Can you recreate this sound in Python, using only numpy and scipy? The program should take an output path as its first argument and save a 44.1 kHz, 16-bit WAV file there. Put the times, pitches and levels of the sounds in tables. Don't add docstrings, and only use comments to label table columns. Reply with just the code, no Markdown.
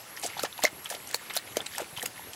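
import sys
import numpy as np
from scipy import signal
from scipy.io import wavfile
from scipy.ndimage import uniform_filter1d

SR = 44100
rng = np.random.default_rng(int(sys.argv[2]) if len(sys.argv) > 2 else 0)


def invert_db(x):
    u = np.asarray(x, float) / 20
    return 10 ** u


def put_to_file(sound):
    columns = np.atleast_2d(sound).T
    safe = np.clip(columns, -1, 1)
    whole_steps = np.round(safe * 32767)
    wavfile.write(sys.argv[1], SR, whole_steps.astype(np.int16))


N = 103635


def evened(x):
    return x / np.sqrt(np.mean(x ** 2) + 1e-20)


def add(mix, s, sound):
    at = round(s * SR)
    sound = sound[max(-at, 0):]
    part = mix[max(at, 0):][:len(sound)]
    part += sound[:len(part)]


def ring(hz, t60, glide, rise_cycles=1.5):
    t = np.arange(0, max(t60, 0.002), 1 / SR)
    turns = hz * (t + glide * (t ** 2 / t60 - 0.37 * t))
    attack = 1 - np.exp(-t * hz / rise_cycles)
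    shape = attack * invert_db(-60 * (t / t60) ** 1.53)
    return shape / shape.max() * np.sin(2 * np.pi * turns)


def pockets(table, glide, cycles):
    out = np.zeros(N)
    for s, db, hz in table:
        t60 = cycles / hz * invert_db(0.2 * (db + 22))
        add(out, s, invert_db(db) * ring(hz, t60, glide))
    return out


def yard():
    # frequency in Hz, level in dB per Hz.
    hiss_colour = [(24, -37), (40, 3.5), (805, 3.5), (1700, -0.5), (2080, -0.5), (2810, -0.5), (3110, -3),
                   (11100, -7), (15800, -13.5)]
    hiss_db, hum_hz, hum_db = -48, 117, -68.5
    hz = np.fft.rfftfreq(1024, 1 / SR)
    a, b, patches = rng.standard_normal((N // 256 + 5, 513, 3)).T
    patches = uniform_filter1d(patches, size=12, axis=0)
    patches = evened(uniform_filter1d(patches, size=12, axis=1))
    f, level = np.transpose(hiss_colour)
    colour_db = np.interp(np.log(hz + 1), np.log(f + 1), level)[:, None]
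    spectrum = (a + 1j * b) * invert_db(colour_db + 2.2 * patches)
    hiss = signal.istft(spectrum, nperseg=1024, noverlap=768)[1][:N]
    wander = evened(uniform_filter1d(rng.standard_normal(N), size=4000))
    hum = np.sin(2 * np.pi * np.cumsum(hum_hz + 3.16 * wander) / SR)
    return invert_db(hiss_db) * evened(hiss) + invert_db(hum_db) * hum


def cricket():
    # start in seconds, level in dB.
    near_phrases = [(-.145, -50), (.065, -50), (.278, -50), (.49, -50), (.708, -50.5), (.93, -50.5),
                    (1.2, -51), (1.432, -51), (1.66, -51), (1.893, -51), (2.142, -50)]
    # start in seconds, level in dB.
    far_phrases = [
        (1.59, -59),
        (1.83, -56),
        (2.07, -57),
        (2.3, -56),
    ]
    near_hz, far_hz, start_drop_hz, scatter_hz = 11580, 11000, 480, 190
    phrase_s, stroke_s, strokes_per_s = 0.176, 0.0011, 224
    weak_stroke_db, uneven_db, swell_db = -1.5, 1.6, -5

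    out, t = np.zeros(N), np.arange(0, phrase_s, 1 / SR)
    turns = t * strokes_per_s
    stroke, since = turns.astype(int), (turns % 1) / strokes_per_s
    shape = since / stroke_s * np.exp(-since / stroke_s)
    shape *= invert_db(weak_stroke_db * (stroke % 2))
    warming = np.exp(-t / phrase_s / 0.25)
    fades = np.clip(np.minimum(t, phrase_s - t) / 0.012, 0, 1)
    swell = invert_db(swell_db * warming) * fades
    for phrases, hz in ((near_phrases, near_hz), (far_phrases, far_hz)):
        for s, db in phrases:
            phase, off, size = rng.standard_normal((80, 3))[stroke].T
            pitch = hz - start_drop_hz * warming - scatter_hz * abs(off)
            wing = shape * invert_db(uneven_db * size) * np.sin(2 * np.pi * (pitch * since + phase))
            add(out, s, invert_db(db) * evened(wing) * swell)
    return out


def surroundings(x):
    # delay in seconds, level in dB.
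    bounces = [
        (.0023, -19),
        (.0052, -26),
    ]
    pen_t60_s, pen_db, delay_s = 0.08, -12.5, 0.0011
    taps = np.zeros(8000)
    at = np.arange(100, 7980, 20) + rng.integers(0, 20, 394)
    taps[at] = rng.choice([-1., 1.], len(at)) * invert_db(-60 * at / SR / pen_t60_s)
    taps *= invert_db(pen_db) / np.linalg.norm(taps)
    taps[0] = 1
    for s, db in bounces:
        taps[round(s * SR)] += invert_db(db)
    return signal.oaconvolve(x, np.pad(taps, (round(delay_s * SR), 0)))[:N]


def nudges():
    # start in seconds, peak level in dB, pitch in Hz.
    bowl_nudges = [
        (.243, -34.5, 373),
        (.434, -27.5, 356),
        (.636, -30, 274),
        (1.144, -28, 524),
        (.727, -39, 322),
        (1.568, -23.5, 387),
        (1.925, -42.5, 130),
        (1.97, -43, 110),
        (2.03, -40, 233),
    ]
    return pockets(bowl_nudges, glide=0.12, cycles=5.46)


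def bubbles():
    # start in seconds, peak level in dB,
    # pitch in Hz.
    bursts = [(0.172, -31, 1850), (0.2429, -28, 4900), (0.2523, -28.5, 4620), (0.394, -29, 1395),
              (0.4348, -28, 1265), (0.4493, -28.5, 1705), (0.5776, -33.5, 3790), (0.623, -29.5, 1890),
              (0.857, -25, 3220), (0.9017, -31.5, 1720), (0.9407, -34.5, 2020), (1.1441, -16.5, 4300),
              (1.2974, -32.5, 3530), (1.3066, -29.5, 2070), (1.3663, -22, 5000), (1.3718, -17.5, 4090),
              (1.604, -23, 3420), (0.66, -28, 4300), (0.641, -26, 1100), (1.6644, -25, 3980),
              (1.7482, -30.5, 1890), (1.9649, -30, 3350), (1.9746, -28.5, 3000), (1.995, -29, 3170),
              (0.376, -30, 3600),
        (0.526, -31, 3660),
        (0.6505, -10.5, 2053),
        (1.3857, -28, 4170),
        (1.558, -34, 1990),
        (1.843, -35.5, 2410),
        (2.017, -28.5, 1880),
        (2.0562, -26, 2700),
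        (2.1773, -35.5, 2020),
        (2.3326, -34.5, 3120),
              (0.393, -22, 4300),
        (0.6273, -30, 3020),
        (0.6357, -19.5, 4230),
        (0.645, -20, 4230),
    ]
    faint_pops = [(0.165, -31, 5560), (.299, -36, 2100), (.333, -36, 2100), (.347, -38, 2190), (.386, -36, 853),
                  (.402, -33, 6800), (1.001, -39, 2300), (1.105, -37, 1900), (1.134, -35, 1680),
                  (1.194, -38.5, 2000), (1.347, -37, 3200), (1.475, -36.5, 2180), (1.522, -37, 3100),
                  (1.737, -35, 3100), (1.76, -34, 3420)]
    return pockets(bursts + faint_pops, glide=0.08, cycles=19)


def sprays():
    # start in seconds, length in seconds, level in dB, centre in Hz.
    lip_sprays = [(.23, .022, -35.5, 6660), (0.26, 0.021, -35.5, 7500), (0.429, 0.027, -39, 7540),
                  (0.447, 0.018, -34, 3720), (.636, .022, -37, 13000), (0.89, .006, -40, 9500),
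                  (0.899, 0.018, -33, 7800), (.915, 0.04, -43, 8500), (.937, .006, -42, 11000),
                  (0.947, 0.0087, -35.5, 3530), (0.945, .008, -44, 12500), (1.801, 0.024, -41, 7000),
                  (2.007, 0.0054, -40, 10500), (2.017, .006, -45, 9700), (2.025, .017, -36, 10500),
                  (2.055, 0.0046, -33, 9000), (2.057, .008, -34, 10500), (1.458, 0.077, -49, 2760)]
    width, fade_db, grain_db = 1.46, -9.5, 1.5
    out = np.zeros(N)
    for s, length, db, hz in lip_sprays:
        noise, drift = rng.standard_normal((2, 3000))
        u = np.arange(3000) / SR / length
        grain = invert_db(grain_db * evened(uniform_filter1d(drift, size=30)))
        band = signal.butter(2, [hz / width, min(hz * width, 20000)], "band", fs=SR)
        hiss = evened(signal.lfilter(*band, noise * grain))
        fades = np.clip(np.minimum(u / 0.092, (1 - u) / 0.17), 0, 1)
        add(out, s, hiss * invert_db(db + fade_db * u) * fades)
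    return out


def ticks():
    # start in seconds, peak level in dB, pitch in Hz.
    partings = [(0.196, -32, 8750), (0.2147, -35, 8950), (0.24, -30, 7500), (0.2585, -28, 7600),
                (0.2625, -22, 7640), (0.601, -38, 7300), (0.635, -19, 6980), (0.6502, -15.5, 5520),
                (0.6794, -49, 9800), (0.844, -31.5, 8300), (0.9019, -29.5, 6640), (0.648, -26, 11600),
                (1.0715, -33, 5800), (1.074, -35, 8500), (1.09, -34, 6500), (1.1269, -34, 6850),
                (1.1442, -21.5, 7400), (1.352, -29, 13000), (1.365, -23, 12900), (1.371, -22.5, 11200),
                (1.615, -35, 9500), (1.3362, -29.5, 10600), (1.3638, -23, 5940), (1.5688, -39, 6000),
                (1.6648, -28.5, 8100), (1.756, -33, 10200), (1.7812, -28, 7800), (2.0078, -37, 9200),
                (2.0265, -26, 9530), (2.0601, -24, 6570), (2.333, -35, 7700)]
    t60_s, scatter, splinter_db = 0.0057, 0.16, -5
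    out = np.zeros(N)
    for s, db, hz in partings:
        add(out, s, invert_db(db - 1.5) * ring(hz, t60_s, 0.017, 0.83))
        for off, late in rng.uniform(-1, 1, (3, 2)):
            pitch = hz * (1 + scatter * (off + np.sign(off) / 2))
            splinter = ring(pitch, t60_s / 2, 0.017, 0.83)
            add(out, s + 0.0012 * abs(late), invert_db(db + splinter_db) * splinter)
    return out


def smacks():
    # start in seconds, peak level in dB.
    jaw_smacks = [(0.395, -21), (0.4319, -14), (0.577, -28), (0.6195, -32), (0.6357, -7.5), (0.662, -26),
                  (0.899, -22.5), (1.1101, -23), (1.1425, -10.5), (1.365, -12.5), (1.3714, -19),
                  (1.5676, -10), (1.7804, -15), (1.973, -25.5), (2.0252, -17.5), (2.0582, -13.5)]
    t = np.arange(400) / SR / 0.0011
    shape = t * np.exp(1 - t) / 2
    band = signal.butter(1, [900, 9000], "band", fs=SR)
    out = np.zeros(N)
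    for s, db in jaw_smacks:
        crack = signal.lfilter(*band, rng.standard_normal(400))
        add(out, s, invert_db(db - 1.5) * crack * shape)
    return out


def plops():
    # start in seconds, peak level in dB, pitch in Hz.
    cavity_plops = [(0.234, -29.5, 756), (0.251, -26.5, 646), (0.367, -30, 835), (0.391, -30.5, 800),
                    (0.4335, -23.5, 565), (0.445, -25, 785), (0.59, -27.5, 870), (0.636, -20.5, 702),
                    (0.642, -18.5, 569), (0.647, -19, 634), (0.907, -34.5, 720), (0.9385, -37, 700),
                    (1.143, -28.5, 827), (1.364, -25.5, 667), (1.567, -20.5, 613), (1.8, -26, 613),
                    (1.815, -31, 394), (1.982, -32, 940), (2.031, -31.5, 746), (2.193, -35, 870),
                    (.2415, -32.5, 757), (.2468, -31, 630), (.9125, -30, 636), (.9225, -34, 1530),
               (.9245, -33.5, 804), (.9465, -35, 590), (.966, -39, 804), (1.778, -31.5, 850),
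               (1.7865, -35, 900), (1.7835, -33, 1500), (1.795, -32, 810), (1.807, -31.5, 814),
               (1.824, -35, 490), (2.0345, -34, 474), (.469, -40, 700), (1.6, -35, 680),
               (1.615, -41.5, 386)]
    return pockets(cavity_plops, glide=0.13, cycles=9.5)


def mash():
    # start in seconds, length in seconds, level in dB,
    # centre of the fizz in octaves above 1 kHz.
    squelches = [(0.168, 0.02, -42.5, 1.8), (0.223, 0.064, -38, 2.4), (0.27, 0.12, -47, 1.27),
                 (0.363, 0.1, -43, 1.5), (0.423, 0.016, -36, 3.5), (0.443, 0.026, -37.5, 0.66),
                 (0.574, 0.046, -46.5, 1.3), (0.618, 0.043, -40, 2), (0.638, 0.012, -29.5, 1.9),
                 (0.651, 0.038, -38, 1.37), (0.848, 0.034, -43.5, 1.4), (0.89, 0.1, -46.5, 1.8),
                 (1.08, 0.081, -51, 2.1), (1.127, 0.021, -45, 1.6), (1.138, 0.032, -36, 3.7),
                 (1.188, 0.28, -53, 1.2), (1.295, 0.026, -39.5, 1.2), (1.33, 0.079, -42, 2),
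                 (1.347, 0.043, -38.5, 3.9), (1.555, 0.013, -45, 1.9), (1.562, 0.041, -44.5, 1.8),
                 (1.59, 0.049, -44.5, 0.25), (1.66, 0.011, -36.5, 1.8), (1.704, 0.16, -47, 2.1),
                 (1.775, 0.079, -43.5, 0.53), (1.959, 0.062, -45.5, 1.7), (2.032, 0.046, -47, 0.88),
                 (2.063, 0.027, -47, 3.7), (2.156, 0.064, -52.5, 1.4), (2.329, 0.025, -46, 2.6)]
    grains_per_s, grain_cycles, fizz_fall_db = 11000, 3.37, -3.2
    bite_spread_db, seep_spread_db = 3.5, 5
    seep_db, seep_tilt_db, seep_per_s = -50, -8.5, 2000

    out = np.zeros(N)
    pitches = np.geomspace(300, 15000, num=32)
    count = len(pitches)
    for hz in pitches:
        power = np.zeros(N)
        for s, length, db, centre in squelches:
            a, b = round(s * SR), min(round((s + length) * SR), N)
            fizz = invert_db(db + fizz_fall_db * (np.log2(hz / 1000) - centre) ** 2)
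            squeeze = np.sin(np.pi * np.linspace(0, 1, b - a) ** 0.52)
            power[a:b] += (fizz * squeeze) ** 2

        spread = np.array([[bite_spread_db], [seep_spread_db]])
        size = invert_db(spread * np.minimum(rng.exponential(1, (2, N)), 5))
        size *= rng.choice([-1., 1.], N) * np.sqrt(SR * count) / 8
        draw = rng.random((2, N))

        rate = min(max((hz / 3000) ** 0.5, 0.8), 2) / count
        bite = np.sqrt(power / rate / count / grains_per_s) * invert_db(4.0) * size[0]
        bite *= draw[0] < grains_per_s * rate / SR

        seep_level = invert_db(seep_db + seep_tilt_db * abs(np.log2(hz / 3000) + 0.6))
        seep = seep_level * np.sqrt(abs(size[1]) * np.sqrt(SR) * 0.96) / np.sqrt(seep_per_s)
        seep *= draw[1] < seep_per_s / count / SR

        grain = ring(hz, 3 * grain_cycles * (hz / 3000) ** 0.46 / hz, 0.044)
        out += signal.oaconvolve(bite + seep, grain / np.linalg.norm(grain))[:N]
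    return out


def scene():
    pig = nudges() + bubbles() + sprays() + ticks() + smacks() + plops() + mash()
    return (yard() + cricket() + surroundings(pig))[None]


def roll_off(x):
    return signal.sosfilt(signal.butter(12, 17110, fs=SR, output="sos"), x)


def record(dry):
    low_cut_hz, edge_hz, over_edge_db = 71, 15800, -38
    x = signal.sosfilt(signal.butter(4, low_cut_hz, "high", fs=SR, output="sos"), dry)
    band_limit = signal.firwin(511, edge_hz, window=("kaiser", 8), fs=SR)[None]
    x = invert_db(over_edge_db) * x + signal.oaconvolve(x, band_limit, "same")
    return roll_off(x)


dry = scene()
out = record(dry)
put_to_file(out)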